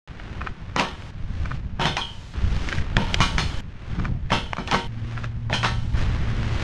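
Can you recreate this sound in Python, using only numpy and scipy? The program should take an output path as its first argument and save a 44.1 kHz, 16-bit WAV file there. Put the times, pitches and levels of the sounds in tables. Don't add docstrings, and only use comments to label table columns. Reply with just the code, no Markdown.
import sys
import numpy as np
from scipy import signal
from scipy.fft import rfft, irfft, next_fast_len
from scipy.io import wavfile

SR = 44100
rng = np.random.default_rng(int(sys.argv[2]) if len(sys.argv) > 2 else 0)


def master_out(mix):
    frames = np.transpose(np.atleast_2d(mix))
    ceiling = np.clip(frames, -1, 1)
    pcm = np.round(ceiling * 32767).astype(np.int16)
    wavfile.write(sys.argv[1], SR, pcm)


N = 292383
TIME_S = np.arange(N) / SR

CUTS_S = [0.075, 1.107, 2.338, 3.607, 4.873, 5.938, 6.7]
# jump_s, closest_db, approach_db_per_s, fizz_db, background_db
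RUN_UPS = [(0.49, -44, 36, -9.5, -47.5), (1.56, -44, 51, -4.5, -52.5), (2.788, -38.5, 41, 0.5, -41.5),
           (4.071, -42, 72, -7.5, -52.5), (5.259, -43, 55, -5.5, -52), (6.8, -32.5, 37.5, -4, -38)]
# freq_hz, level_db
ROLL_SPECTRUM = [(100, -1.5), (300, 0.5), (450, -4.5), (700, -7.5), (1100, -6.5), (1600, -7), (2200, -10),
                 (3100, -14.5), (4500, -23), (6600, -30.5), (7400, -37), (9000, -42), (13000, -62.5),
                 (15500, -82)]
# start_s, level_db, t60_s
PUSH_OFF = (5.95, -33.5, 0.86)
# time_s, level_db
WIND_LEVELS = [(0.1, -41.5), (0.44, -34), (0.57, -45), (0.68, -35), (0.95, -42.5), (1.41, -27),
               (2.3, -41.5), (2.44, -21.5), (2.75, -33.5), (2.79, -19.5), (2.82, -28.5), (3.35, -27.5),
               (3.82, -40), (4.0, -27), (4.53, -36.5), (5.44, -35.5), (6.04, -23), (6.62, -29.5)]
# freq_hz, level_db
BUFFET_SPECTRUM = [(10, 1.5), (25, -0.5), (60, 0), (100, -3.5), (150, -14), (250, -32.5), (500, -85),
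                   (2000, -110)]
# freq_hz, level_db
FLUTTER_SPECTRUM = [(60, -5), (130, 1.5), (190, -2), (280, -14.5), (450, -26.5), (900, -31), (2000, -65),
                    (6000, -110)]
# contact_s, level_db, pitch_hz, crack_db, t60_s
FRAME_TAPS = [(0.198, -29, 1550, -30, 0.02), (0.787, -27, 1170, -7, 0.017),
              (1.022, -37.5, 1300, -8.5, 0.015), (2.688, -28, 2150, 1, 0.023),
              (3.143, -12.5, 2690, -6, 0.012), (4.304, -20.5, 1800, -17, 0.022),
              (4.532, -12.5, 1100, -21, 0.0048), (4.568, -24.5, 1100, -11, 0.011),
              (4.745, -12, 1120, -31, 0.025)]
# first_s, second_s, first_db, second_db, pitch_hz, crack_db, wake_db
JUMPS = [(0.415, 0.471, -21, -19, 1287, -33, -46), (1.456, 1.515, -25, -22, 1260, -20.5, -41),
         (2.726, 2.784, -14.5, -23, 1593, -19.5, -37), (3.997, 4.053, -26, -22, 1220, -17, -25.5),
         (5.176, 5.242, -24, -22, 1380, -22, -49)]
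# pitch_ratio, level_db
SKATE_MODES = [(.8, -8), (1, 0), (1.2, -4), (1.42, -7), (1.9, -8)]
# freq_hz, level_db
CRACK_SPECTRUM = [(300, -29), (1000, 10.5), (2300, 13.5), (3500, 1.5), (4800, -1), (5900, -1.5),
                  (7200, -10), (10000, -32), (15000, -66)]
# contact_s, clack_db, pitch_hz, crack_db, t60_s, thud_db,
# ring_db, tilt_db_per_octave, lift_hz, lift_db
RAIL_LANDINGS = [(0.762, -15, 950, -8, 0.022, -18.5, -27, -1, 745, 3),
                 (0.796, -19.5, 2350, -2, 0.028, -26, -22.5, -1, 1120, 5.5),
                 (1.796, -20.5, 840, -14, 0.014, -17.5, -26, -2.5, 3050, 10),
                 (1.855, -11.5, 2000, -11.5, 0.0091, -16.5, -21.5, -0.5, 3370, 9),
                 (1.968, -14, 1980, -9, 0.023, -38, -25, 1.5, 970, 9),
                 (2.967, -8, 1754, -12.5, 0.011, -7.5, -26, -4.5, 1390, -2),
                 (3.204, -17, 1040, -4, 0.028, -6.5, -16.5, 2.5, 1210, 5),
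                 (3.381, -18.5, 1410, -3, 0.044, -14.5, -22, 2, 1400, 1),
                 (4.318, -13, 1120, -22, 0.027, -11.5, -19.5, 0, 3100, 7.5),
                 (4.583, -21, 1200, -19, 0.016, -22, -30.5, -4, 1100, 0),
                 (4.675, -25.5, 2630, -9.5, 0.012, -42, -32.5, -1, 2500, 0),
                 (4.713, -22, 2290, -4, 0.028, -27, -21.5, -2, 910, 6),
                 (4.729, -17, 1770, -17, 0.022, -17.5, -20, -1, 910, 1),
                 (5.498, -27, 1000, -14, 0.02, -31, -31.5, -13, 780, 18),
                 (5.528, -13, 1801, -22, 0.02, -19, -22, 2, 2993, 8.5),
                 (5.63, -21.5, 1840, -6, 0.025, -27, -20.5, 0.5, 1330, 9.5),
                 (5.647, -10.5, 1350, -11.5, 0.0092, -28, -22.5, 0, 1440, 8)]
# freq_hz, level_db
SHUDDER_SPECTRUM = [(30, -12), (90, -5.5), (170, 2.5), (280, -8), (450, -22), (900, -39), (4000, -92)]
# freq_hz, level_db, t60_s
PIPE_MODES = [(368, 3, .36), (468, -3, .42), (527, -5, .35), (596, -4, .35), (764, -1, .38), (932, 1, .36),
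              (1123, -1, .36), (1312, -3, .38), (1406, -2, .36), (1532, 1, .34), (1815, -1, .34),
              (1906, -2, .28), (2064, -7, .34), (2405, -6, .3), (2449, -7, .3), (2996, -6, .4),
              (3022, -3, .47), (3114, -7, .45), (3273, -6, .42), (3332, -4, .38), (3432, -7, .4),
              (3758, -10, .4), (4226, -8, .3), (4294, -7, .33), (4706, -13, .4), (5138, -13, .35),
              (5250, -12, .35), (6072, -11, .28), (6416, -10, .28), (8438, -20, .42)]
# freq_hz, level_db
WEAK_MODE_SPECTRUM = [(150, -12), (200, 11), (330, -0.5), (600, 3.5), (950, 15.5), (1600, 4.5), (2300, 3.5),
                      (3300, -4.5), (4200, 0.5), (4520, -7.5), (5200, -4.5), (6400, -10.5), (7900, -25),
                      (8500, -19), (11000, -41), (15500, -61)]
# freq_hz, t60_s
WEAK_MODE_DECAY = [(200, 0.36), (1000, 0.13), (3200, 0.35), (6000, 0.27), (12000, 0.51)]
# freq_hz, level_db
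SCRAPE_SPECTRUM = [(100, -9), (250, 2), (600, -1), (1300, -2.5), (2200, -5.5), (3200, -1.5), (4500, -12),
                   (6500, -20.5), (8000, -27.5), (11000, -32.5), (15500, -60)]
# start_s, slide_db, fade_db_per_s, bite_db, spin_db
SLIDES = [(0.774, -46, 14, -22.5, -56), (1.801, -39.5, 30, -24, -53), (2.97, -30.5, 21.5, -43, -47),
          (4.303, -40.5, 28, -26.5, -59), (4.705, -52, 30, -26, -67.5), (5.5, -34.5, 36, -46, -55)]
# freq_hz, level_db
BEARING_SPECTRUM = [(1500, -4), (4000, 1), (6500, -5.5), (7400, -8), (9000, -17), (11000, -22),
                    (15500, -50)]
# start_s, level_db, t60_s
SOLE_SQUEALS = [(1.815, -34, 0.49), (1.912, -31, 0.21), (2.006, -25.5, 0.36), (3.489, -45, 1),
                (4.432, -40, 0.39), (4.801, -39.5, 0.6), (5.535, -38, 0.45)]
# time_s, pitch_hz, level_db
ENGINE_TRACK = [(4.86, 113, -63), (4.89, 112.4, -32.5), (5.1, 115.4, -31.5), (5.35, 114.7, -31.5),
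                (5.65, 115.4, -28), (5.9, 116, -33), (6.1, 112.5, -31), (6.4, 111, -28),
                (6.63, 110.5, -32.5)]

WALL_HZ, BUILD_S = 3060, 0.014
RUB_LEAD_S = 1 / 20


def gain_of(db):
    return 10 ** (np.asarray(db) / 20)


def unit_rms(x):
    return x / np.sqrt(np.mean(x ** 2) + 1e-20)


def value_at(spectrum, hz):
    freq_hz, value = np.transpose(spectrum)
    return np.interp(np.log(hz + 1), np.log(freq_hz + 1), value)


def coloured(x, spectrum):
    size = next_fast_len(len(x))
    gains = gain_of(value_at(spectrum, np.fft.rfftfreq(size, 1 / SR)))
    return unit_rms(irfft(rfft(x, size) * gains, size)[:len(x)])


def noise(spectrum, samples=N):
    return coloured(rng.standard_normal(samples), spectrum)


def add(mix, start_s, sound):
    end_s = next(cut_s for cut_s in CUTS_S if cut_s > start_s)
    part = mix[round(start_s * SR):round(end_s * SR)][:len(sound)]
    part += sound[:len(part)]


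def grit(rate_per_s, spread_db, share=0.7):
    sizes = gain_of(spread_db * np.minimum(rng.exponential(1, N), 4)) * rng.choice([-1, 1], N)
    smooth = rng.standard_normal(N)
    impacts = unit_rms(sizes * (rng.random(N) < rate_per_s / SR))
    return unit_rms(smooth + share * impacts)


def wheels(level_db=1, patchy_db=0.85, fizz_boost_db=11, closest_lead_s=0.14, lift_db_per_s=308):
    out = np.zeros(N)
    crunch = grit(rate_per_s=900, spread_db=4)
    patches = noise([(0, 0), (60, 0), (200, -30), (800, -90)])
    rolling = coloured(crunch * gain_of(patchy_db * patches), ROLL_SPECTRUM)
    treble = signal.sosfiltfilt(signal.butter(2, 3500, "highpass", fs=SR, output="sos"), rolling)
    body, fizz = rolling - treble, gain_of(fizz_boost_db) * treble
    for start_s, end_s, run_up in zip(CUTS_S, CUTS_S[1:], RUN_UPS):
        jump_s, closest_db, approach_db_per_s, fizz_db, background_db = run_up
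        span = (TIME_S >= start_s) & (TIME_S < end_s)
        t = TIME_S[span]
        distance_db = approach_db_per_s * np.maximum(jump_s - closest_lead_s - t, 0)
        near = gain_of(closest_db - distance_db - lift_db_per_s * np.maximum(t - jump_s, 0))
        body_gain = np.hypot(near, gain_of(background_db))
        fizz_gain = np.hypot(near * gain_of(fizz_db), gain_of(background_db - 8.5))
        add(out, start_s, body_gain * body[span] + fizz_gain * fizz[span])
    start_s, db, t60_s = PUSH_OFF
    t = TIME_S[:SR]
    push = (body + gain_of(-2) * fizz)[:SR]
    add(out, start_s, push * gain_of(db - 60 * t / t60_s) * np.minimum(t / 0.043, 1))
    return gain_of(level_db) * out


def wind(buffet_db=2, flutter_db=-8, gust_db=2, usual_db=-30, wake_lag_s=0.015, wake_width_s=0.11):
    db = np.interp(TIME_S, *np.transpose(WIND_LEVELS))
    gusts = gain_of(gust_db * noise([(0, -30), (4, -12), (8, 0), (16, 0), (40, -30), (200, -100)]))
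    wake = sum(gain_of(wake_db) * np.exp(-((TIME_S - jump_s - wake_lag_s) / wake_width_s) ** 2)
               for _, jump_s, *_, wake_db in JUMPS)
    breeze = gain_of(usual_db + 0.65 * (db - usual_db) + flutter_db)
    buffet = gain_of(db + buffet_db) * noise(BUFFET_SPECTRUM)
    flutter = np.hypot(breeze, wake) * noise(FLUTTER_SPECTRUM)
    return (buffet + flutter) * gusts * np.clip((TIME_S - CUTS_S[0]) / .01, 0, 1)


def rub(db, hz, lead_t60_s, fade_t60_s=0.045):
    lead = round(RUB_LEAD_S * SR)
    t = np.arange(-lead, lead) / SR
    band = [(hz * .06, -45), (hz * .25, -18), (hz * .7, -5), (hz * 1.2, 0),
            (hz * 1.8, -5), (hz * 3.5, -19), (hz * 9, -52)]
    return gain_of(db - 60 * np.maximum(-t / lead_t60_s, t / fade_t60_s)) * noise(band, len(t))


def clack(db, hz, crack_db, knock_db, t60_s, max_t60_s=0.026, crack_t60_s=0.014, boot_hz=687):
    t = np.arange(int(.06 * SR)) / SR

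    def at_onset(x, onset_db):
        return gain_of(onset_db) * x / np.sqrt(np.mean(x[t < .002] ** 2))

    damping = gain_of(-60 * t / min(t60_s, max_t60_s))
    body = damping * sum((-1) ** k * gain_of(mode_db) * np.sin(2 * np.pi * hz * ratio * t)
                         for k, (ratio, mode_db) in enumerate(SKATE_MODES))
    knock = damping * np.sin(2 * np.pi * boot_hz * rng.uniform(0.76, 1.16) * t)
    highpass = signal.butter(2, hz, "highpass", fs=SR, output="sos")
    crack = signal.sosfilt(highpass, noise(CRACK_SPECTRUM, len(t))) * gain_of(-60 * t / crack_t60_s)
    attack = np.sin(np.pi / 2 * np.minimum(t / .0007, 1)) ** 2
    sound = at_onset(body, -4) + at_onset(knock, knock_db - 1) + at_onset(crack, crack_db + 7)
    return gain_of(db) * attack * sound


def strike(db, hz, crack_db, t60_s, knock_db, rub_db, lead_t60_s):
    scrub = rub(min(db, -20) + rub_db, hz, lead_t60_s)
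    hit = clack(db, hz, crack_db, knock_db, t60_s)
    return np.pad(scrub, (0, len(hit))) + np.pad(hit, len(scrub) // 2)


def thud(db, t60_s=0.044, shudder_t60_s=0.41, db_per_octave=29.5):
    t = np.arange(SR // 2) / SR
    pitch_hz = 109.5 * 2 ** (-db / db_per_octave)
    push = -gain_of(db - 60 * t / t60_s) * np.sin(2 * np.pi * pitch_hz * t)
    shudder = noise(SHUDDER_SPECTRUM, len(t)) * np.minimum(t / BUILD_S, 1)
    return push + gain_of(min(db, -12) - 11 - 60 * t / shudder_t60_s) * shudder


def skates(heel_lead_s=0.0067, heel_db=-8.5, jump_knock_db=-14.5, jump_t60_s=0.026):
    out = np.zeros(N)
    for first_s, second_s, first_db, second_db, hz, crack_db, _ in JUMPS:
        for at_s, db in (first_s, first_db), (second_s, second_db):
            add(out, at_s - heel_lead_s, clack(db + heel_db, hz, crack_db, jump_knock_db, jump_t60_s))
            hit = strike(db, hz, crack_db, jump_t60_s, jump_knock_db, rub_db=-13.5, lead_t60_s=0.027)
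            add(out, at_s - RUB_LEAD_S, hit)
    for at_s, db, hz, crack_db, t60_s in FRAME_TAPS:
        hit = strike(db, hz, crack_db, t60_s, knock_db=-7, rub_db=-17, lead_t60_s=0.035)
        add(out, at_s - RUB_LEAD_S, hit)
    for at_s, db, hz, crack_db, t60_s, thud_db, *_ in RAIL_LANDINGS:
        hit = strike(db, hz, crack_db, t60_s, knock_db=-7.5, rub_db=-16, lead_t60_s=0.034)
        add(out, at_s - RUB_LEAD_S, hit)
        add(out, at_s, thud(thud_db))
    return out


def park_echo(x, level_db=-24, t60_s=0.27):
    t = np.arange(SR // 2) / SR
    tail = noise([(100, 27), (1500, -19), (5000, -6), (12000, -33.5)], len(t))
    tail *= gain_of(-60 * t / t60_s) * (t > .004)
    return gain_of(level_db) * signal.oaconvolve(x, tail / np.linalg.norm(tail))[:N]


def pipe_modes(weak_db=-8, count=300):
    weak_hz = 150 + (np.arange(count) + rng.random(count)) * 14000 / count
    weak = [weak_hz, value_at(WEAK_MODE_SPECTRUM, weak_hz) + weak_db, value_at(WEAK_MODE_DECAY, weak_hz)]
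    hz, db, t60_s = np.vstack([PIPE_MODES, np.transpose(weak)]).T
    t = np.arange(SR // 2, dtype=np.float32) / SR
    poles = (2j * np.pi * hz - np.log(1000) / t60_s).astype(np.complex64)
    return hz, gain_of(db), np.exp(np.outer(poles, t))


def contact_colour(tilt_db_per_octave, lift_hz, lift_db, width_hz=330):
    hz = np.arange(100, 16000, 40)
    ripples = np.sin(2 * np.pi * (hz[:, None] / np.geomspace(330, 900, 8) + rng.random(8)))
    nodes_db = 3.5 * unit_rms(ripples.sum(1)) * np.minimum(hz / 2000, 1)
    bump_db = lift_db * np.exp(-((hz - lift_hz) / width_hz) ** 2)
    tilt_db = tilt_db_per_octave * np.log2(np.clip(hz, 400, 6000) / 1500)
    return np.transpose([hz, tilt_db + bump_db + nodes_db])


def ring(pipe, colour, scatter_db=2):
    hz, gains, phasors = pipe
    shares = gains * gain_of(value_at(colour, hz) + scatter_db * rng.standard_normal(len(hz)))
    phases = np.exp(2j * np.pi * rng.random(len(hz)))
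    sound = ((shares * phases).astype(np.complex64) @ phasors).real
    sound = sound * np.minimum(TIME_S[:len(sound)] / .002, 1)
    return sound / np.sqrt(np.mean(sound[:SR // 25] ** 2))


def rail(pipe, level_db=-1, scuff_db=-8, scuff_t60_s=0.28, usual_db=-20, doubling_db=16):
    out, t = np.zeros(N), np.arange(SR // 2) / SR
    for at_s, *_, ring_db, tilt_db_per_octave, lift_hz, lift_db in RAIL_LANDINGS:
        colour = contact_colour(tilt_db_per_octave, lift_hz, lift_db)
        build_s = BUILD_S * 2 ** ((ring_db - usual_db) / doubling_db)
        scuff = coloured(noise(SCRAPE_SPECTRUM, len(t)), colour)
        scuff *= gain_of(scuff_db - 60 * t / scuff_t60_s)
        swell = gain_of(ring_db + level_db) * np.minimum(t / build_s, 1)
        add(out, at_s, swell * (ring(pipe, colour) + scuff))
    return out


def sole_pressure(rise_s=0.016, hold_s=0.035, bite_t60_s=0.33, wobble_db=1.5):
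    out, t = np.zeros(N), np.arange(SR) / SR
    for start_s, slide_db, fade_db_per_s, bite_db, _ in SLIDES:
        bite = gain_of(bite_db - 60 * np.maximum(t - hold_s, 0) / bite_t60_s)
        slide = gain_of(slide_db - fade_db_per_s * t)
        add(out, start_s, np.hypot(bite, slide) * np.minimum(t / rise_s, 1))
    wobble = noise([(0, -20), (10, 0), (50, 0), (150, -30), (600, -90)])
    return out * gain_of(wobble_db * wobble)


def grind(pipe, ring_db=2, level_db=-1):
    friction = grit(rate_per_s=1300, spread_db=9)
    colour = contact_colour(tilt_db_per_octave=-1.5, lift_hz=WALL_HZ, lift_db=6)
    singing = unit_rms(signal.oaconvolve(friction, ring(pipe, colour))[:N])
    scrape = coloured(friction, SCRAPE_SPECTRUM)
    return gain_of(level_db) * sole_pressure() * unit_rms(scrape + gain_of(ring_db) * singing)


def bearings(swell_s=0.25):
    envelope, t = np.zeros(N), np.arange(SR) / SR
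    for start_s, *_, spin_db in SLIDES:
        add(envelope, start_s, gain_of(spin_db) * np.minimum(t / swell_s, 1))
    return envelope * noise(BEARING_SPECTRUM)


def squeals(sink_hz=240, sink_s=0.036, half_width_hz=170, rise_s=0.0091):
    out, t = np.zeros(N), np.arange(SR // 2) / SR
    pitch_hz = WALL_HZ + sink_hz * np.exp(-t / sink_s)
    carrier = np.exp(2j * np.pi * np.cumsum(pitch_hz) / SR)
    lowpass = signal.butter(3, half_width_hz, fs=SR, output="sos")
    for start_s, db, t60_s in SOLE_SQUEALS:
        real, imag = signal.sosfilt(lowpass, rng.standard_normal((2, len(t))))
        chatter = unit_rms(((real + 1j * imag) * carrier).real)
        add(out, start_s, chatter * gain_of(db - 60 * t / t60_s) * np.minimum(t / rise_s, 1))
    return out


def engine(octave_db=-14, waver_ratio=0.0067):
    time_s, pitch_hz, level_db = np.transpose(ENGINE_TRACK)
    waver = noise([(0, 3), (5, 0.5), (20, -54), (60, -120)])
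    hz = np.interp(TIME_S, time_s, pitch_hz) * (1 + waver_ratio * waver)
    phase = 2 * np.pi * np.cumsum(hz) / SR
    envelope = gain_of(np.interp(TIME_S, time_s, level_db)) * (TIME_S > time_s[0])
    return envelope * unit_rms(np.sin(phase) + gain_of(octave_db) * np.sin(2 * phase))


def scene():
    hits, pipe = skates(), pipe_modes()
    on_rail = rail(pipe) + grind(pipe) + bearings() + squeals()
    return (wheels() + wind() + hits + park_echo(hits) + on_rail + engine())[None]


def record(dry, edge_hz=15750):
    rounded = dry / (1 + dry ** 4) ** .25
    lowpass = signal.firwin(511, edge_hz, window=("kaiser", 9), fs=SR)
    return signal.oaconvolve(rounded, lowpass[None], "same")


dry = scene()
out = record(dry)
master_out(out)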